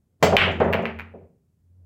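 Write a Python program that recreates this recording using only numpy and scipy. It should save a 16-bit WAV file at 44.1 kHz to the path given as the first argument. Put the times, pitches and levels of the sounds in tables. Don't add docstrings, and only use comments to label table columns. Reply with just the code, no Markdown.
import sys
import numpy as np
from scipy import signal
from scipy.fft import rfft, irfft
from scipy.io import wavfile
from scipy.ndimage import uniform_filter1d, minimum_filter1d

SR = 44100
rng = np.random.default_rng(int(sys.argv[2]) if len(sys.argv) > 2 else 0)


def store_pcm(level_fs):
    pcm = np.round(np.clip(level_fs, -1, 1) * 32767).astype(np.int16)
    wavfile.write(sys.argv[1], SR, np.atleast_2d(pcm).T)


N = 81585

# delay_s, level_db
ECHOES = [(.0019, -11.5), (.0064, -7.5), (.0076, -2.5), (.0142, -9), (.0162, -7.5), (.027, -11.5)]
# band_hz, t60_s
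ROOM_DECAY = [(80, 0.71), (200, 0.56), (600, .4), (1500, .39), (2800, 0.39), (5000, .31), (8000, .28),
              (15000, 0.14)]
# band_hz, level_db
AIR_COLOUR = [(30, -27.5), (50, -3), (75, -2.5), (160, -2), (300, -16), (600, -33.5), (1200, -36),
              (4000, -43), (7500, -39.5), (15000, -42)]
# time_s, level_db
BOOM_LEVEL = [(0, -76), (.19, -70), (.25, -28), (.5, -32.5), (.78, -33.5), (.87, -48.5), (.97, -39),
              (1.1, -49.5), (1.26, -55), (1.31, -78.5), (1.6, -68), (1.69, -56), (1.85, -50)]
# time_s, level_db
ROLL_LEVEL = [(0, -75), (.19, -74), (.23, -40), (.45, -33), (.8, -33), (.92, -49), (1.08, -56.5),
              (1.24, -51.5), (1.32, -76.5), (1.6, -80.5), (1.85, -67.5)]
# band_hz, level_db
ROLL_COLOUR = [(30, -29.5), (60, -15), (88, 4), (120, -5), (180, 4), (280, -6), (450, -8.5), (700, -15),
               (1200, -28.5), (3000, -46), (8000, -68.5)]
# start_s, level_db, corner_hz
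THUMPS = [(.322, -13, 1300), (0.339, -20.5, 810), (.470, -21.5, 1470), (0.5999, -14, 5000),
          (.612, -16.5, 2040), (.644, -19.5, 2500), (.679, -25, 2470), (.698, -23, 1270),
          (.741, -19.5, 1730), (.785, -23.5, 1180), (0.829, -25, 1330), (1.136, -38.5, 620),
          (1.165, -42, 416), (1.326, -63.5, 200)]
# band_hz, level_db
THUMP_COLOUR = [(35, -42.5), (65, -19.5), (90, -10.5), (125, -10), (180, 1), (290, -8.5), (450, 4),
                (680, 3), (1050, -7), (2000, -14), (3200, -25.5), (5000, -43.5), (9000, -66.5),
                (16000, -78)]
# pitch_hz, level_db, t60_s
FRAME_MODES = [(154, -6, .3), (178.9, -2, 0.31), (225.6, -1.5, 0.65), (389.4, -2, .58), (412, -7, 0.38),
               (454, -7, 0.23), (483, -8.5, 0.38), (537, -7, .2), (592, -5.5, 0.41), (665, -2, .22),
               (676, 1.5, .3), (769, -4.5, .28), (867, -10.5, 0.3)]
# pitch_hz, level_db, t60_s
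BALL_MODES = [(4520, -10, .004), (6800, -6.5, .004), (7400, -5, .004), (9300, -5, 0.0025),
              (11500, -2.5, .004), (12500, -5.5, .003), (14200, -0.5, .007), (14800, -0.5, .006)]
# start_s, level_db, direct_db, echo_db, delay_ratio, brightness_ratio, ring_db
CLICKS = [(.728, -7, -8, 7, 0.95, .95, 5), (0.8554, -14, 4, 0, 0.99, .92, -1),
          (0.9892, -21.5, -3.5, 8.5, 1.08, 0.86, 2.5)]
# band_hz, level_db
CLICK_COLOUR = [(60, -32), (300, -18.5), (800, -5.5), (1500, -1.5), (2200, 0.5), (2850, 0.5), (3900, -18),
                (5500, -29.5), (8500, -48.5), (12000, -51), (15500, -56.5)]
# start_s, level_db, ring_db
TICKS = [(0.517, -38, 6.5), (0.601, -41.5, -7), (0.643, -43.5, -7), (.825, -48.5, 31)]
# band_hz, level_db
TICK_COLOUR = [(1000, -11), (3000, -4), (5500, -5.5), (7300, -1.5), (8500, -20), (15000, -20.5)]
# band_hz, level_db
SLIDE_COLOUR = [(40, -20), (150, -0.5), (600, -10.5), (2000, -29), (8000, -40.5), (15000, -49)]
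# band_hz, level_db
TIP_COLOUR = [(40, -41.5), (90, -17), (180, 1.5), (300, -5), (650, 5.5), (1200, -10), (2300, -13),
              (3800, -21), (7400, -24.5), (9000, -37), (15500, -31.5)]
# pitch_hz, level_db, t60_s
SHAFT_MODES = [(185.4, 3, .1), (413.4, -7, 0.46), (528, -4.5, 0.099), (589, -2.5, 0.13), (655.4, 0, 0.083),
               (845, -3, 0.11), (1072, 0.5, .16), (1250, -6, 0.14), (1405, -13.5, 0.22), (2030, -5, 0.14),
               (2359, -5, .13), (3110, -11.5, 0.27), (3456, -21, 0.32), (4560, -17.5, 0.27),
               (5060, -17, .12), (5270, -18, .12), (6330, -19, 0.25), (7300, -21, 0.15), (7460, -17, 0.25)]
# start_s, level_db, brightness_ratio
SMASH_CONTACTS = [(0.3676, 10.5, 1), (.3693, 5, 1.25)]
# band_hz, level_db
SMASH_COLOUR = [(60, -37.5), (600, -10.5), (1650, -16), (2050, -0.5), (2400, 0.5), (3000, -5),
                (4000, -22.5), (5500, -24.5), (8500, -46), (11500, -32.5), (15500, -42.5)]


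def undb(db):
    return 10 ** (np.asarray(db) / 20)


def seconds():
    return np.arange(N) / SR


def unit(x):
    return x / np.sqrt(np.sum(x ** 2))


def fade(t60_s):
    return np.exp(-np.log(1000) * seconds() / t60_s)


def rise(attack_s):
    return 1 - np.exp(-seconds() / attack_s)


def envelope(points):
    return undb(np.interp(seconds(), *np.array(points).T))


def read(points, hz):
    band_hz, values = np.array(points, float).T
    return np.interp(np.log(np.maximum(hz, 1)), np.log(band_hz), values)


def conv(a, b):
    return signal.fftconvolve(a, b)[:N]


def add(out, start_s, x):
    i = int(start_s * SR)
    out[i:i + len(x)] += x[:N - i]


def noise(colour):
    gain = undb(read(colour, np.fft.rfftfreq(N, 1 / SR)))
    x = irfft(rfft(rng.standard_normal(N)) * gain, N)
    return x / x.std()


def blow(colour, brightness=1, shade_db=lambda hz: 0, size=4096):
    hz = np.fft.rfftfreq(size, 1 / SR)
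    cepstrum = irfft(np.log(undb(read(colour, hz / brightness) + shade_db(hz))))
    cepstrum[1:size // 2] *= 2
    cepstrum[size // 2 + 1:] = 0
    pulse = irfft(np.exp(rfft(cepstrum)))
    return pulse / np.abs(pulse).max()


def rattle(t60_s, attack_s, size=16384):
    shape = (fade(t60_s) * rise(attack_s))[:size]
    x = rng.standard_normal(size)
    for _ in range(6):
        x = irfft(np.exp(1j * np.angle(rfft(x * shape))))
        x = x / np.sqrt(np.abs(uniform_filter1d(x ** 2, SR // 400)) + 1e-14)
    return np.pad(unit(x * shape), (0, N - size))


def ring(modes, scatter_db=0):
    t, draws = seconds(), rng.standard_normal((len(modes), 2))
    return sum(np.sign(side) * undb(db + scatter_db * force) * np.sin(2 * np.pi * hz * t) * fade(t60_s)
               for (hz, db, t60_s), (side, force) in zip(modes, draws))


def room(echo_db, delay_ratio=1):
    hz, spray = np.fft.rfftfreq(N, 1 / SR), rfft(rng.standard_normal(N))
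    band_hz, decays_s = zip(*ROOM_DECAY)
    tail = np.zeros(N)
    for weights, t60_s in zip(np.eye(len(band_hz)), decays_s):
        band = read(list(zip(band_hz, weights)), hz)
        tail += irfft(spray * band, N) * fade(t60_s)
    response = unit(tail * rise(attack_s=.0031))
    for delay_s, db in ECHOES:
        add(response, delay_s * delay_ratio, undb([db + echo_db - 3]))
    return response


def in_room(x, wet_db):
    return x + undb(wet_db) * conv(x, room(echo_db=-6))


def room_tone():
    return undb(-68.5) * noise(AIR_COLOUR)


def room_boom(pitch_hz=86.86, wander_hz=3):
    hz = pitch_hz + wander_hz * noise([(4, 0), (12, -10), (40, -60)])
    return envelope(BOOM_LEVEL) * np.sqrt(2) * np.sin(2 * np.pi * np.cumsum(hz) / SR)


def rolling():
    return envelope(ROLL_LEVEL) * noise(ROLL_COLOUR)


def bass_swell(centre_s=.388, width_s=.016, pitch_hz=45):
    t = seconds() - centre_s
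    return undb(-28) * np.exp(-(t / width_s) ** 2) * np.sin(2 * np.pi * pitch_hz * t)


def thumps(attack_s=.0059):
    out = np.zeros(N)
    for start_s, db, corner_hz in THUMPS:
        soften_db = lambda hz: -13.5 * np.log10(1 + (hz / corner_hz) ** 4)
        push = blow(THUMP_COLOUR, shade_db=soften_db)
        knock = unit(conv(rattle(t60_s=.09, attack_s=attack_s), push))
        modes = [(hz, mode_db + soften_db(hz), t60_s) for hz, mode_db, t60_s in FRAME_MODES]
        frame = undb(-4) * unit(ring(modes, scatter_db=.5) * rise(attack_s))
        thump = in_room(knock, wet_db=-5.5) + frame
        add(out, start_s, undb(db) * thump * np.sqrt(SR / 100))
    return out


def ball_ring(ring_db):
    x = ring(BALL_MODES)[:4096]
    return undb(ring_db - 30.5) * x / np.abs(x).max()


def clicks(wet_db=-1, ring_wet_db=-1.5):
    contacts = [(start_s, db, direct_db, room(echo_db, delay), blow(CLICK_COLOUR, brightness), ring_db)
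                for start_s, db, direct_db, echo_db, delay, brightness, ring_db in CLICKS]
    contacts += [(start_s, db, 0, room(echo_db=1.5), blow(TICK_COLOUR), ring_db)
                 for start_s, db, ring_db in TICKS]
    out = np.zeros(N)
    for start_s, db, direct_db, path, pulse, ring_db in contacts:
        ringing = ball_ring(ring_db)
        direct = undb(direct_db) * pulse + ringing
        reflected = conv(path, pulse + undb(ring_wet_db) * ringing)
        add(out, start_s, undb(db) * direct)
        add(out, start_s, undb(db + wet_db) * reflected)
    return out


def cue_stroke(strike_s=.2255, slide_s=.028, attack_s=.002):
    crack = undb(-10) * unit(conv(rattle(t60_s=.08, attack_s=attack_s), blow(TIP_COLOUR)))
    shaft = undb(-16) * unit(ring(SHAFT_MODES) * rise(attack_s))
    strike = in_room(crack, wet_db=-1.5) + in_room(shaft, wet_db=-6)
    slide = np.interp(seconds(), [strike_s - slide_s, strike_s], [0, 1], right=0)
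    out = undb(-50) * slide * noise(SLIDE_COLOUR)
    add(out, strike_s, strike * np.sqrt(SR / 100))
    return out


def rack_smash():
    out = np.zeros(N)
    for start_s, db, brightness in SMASH_CONTACTS:
        add(out, start_s, undb(db) * blow(SMASH_COLOUR, brightness))
    path = room(echo_db=-5)
    clack = blow(CLICK_COLOUR, brightness=1.054) + ball_ring(ring_db=-4)
    add(out, SMASH_CONTACTS[0][0], undb(10.5) * conv(path, clack))
    return out


def scene():
    blows = cue_stroke() + rack_smash() + clicks() + thumps()
    background = bass_swell() + room_boom() + rolling() + room_tone()
    return (blows + background)[None]


def record(dry):
    lookahead_s, hold_s, release_db_per_s, top_hz = .005, .0068, 200, 15700
    ahead, hold = int(lookahead_s * SR), int(hold_s * SR)
    over_db = 20 * np.log10(np.maximum(np.abs(dry[0]), 1))
    held_db = np.roll(-minimum_filter1d(-over_db, ahead + hold), (hold - ahead) // 2)
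    ramp_db = release_db_per_s * seconds()
    released_db = np.maximum.accumulate(held_db + ramp_db) - ramp_db
    cut_db = uniform_filter1d(released_db, size=64)
    lowpass = signal.ellip(8, .2, 70, top_hz, fs=SR, output="sos")
    return signal.sosfilt(lowpass, dry * undb(-cut_db))


dry = scene()
out = record(dry)
store_pcm(out)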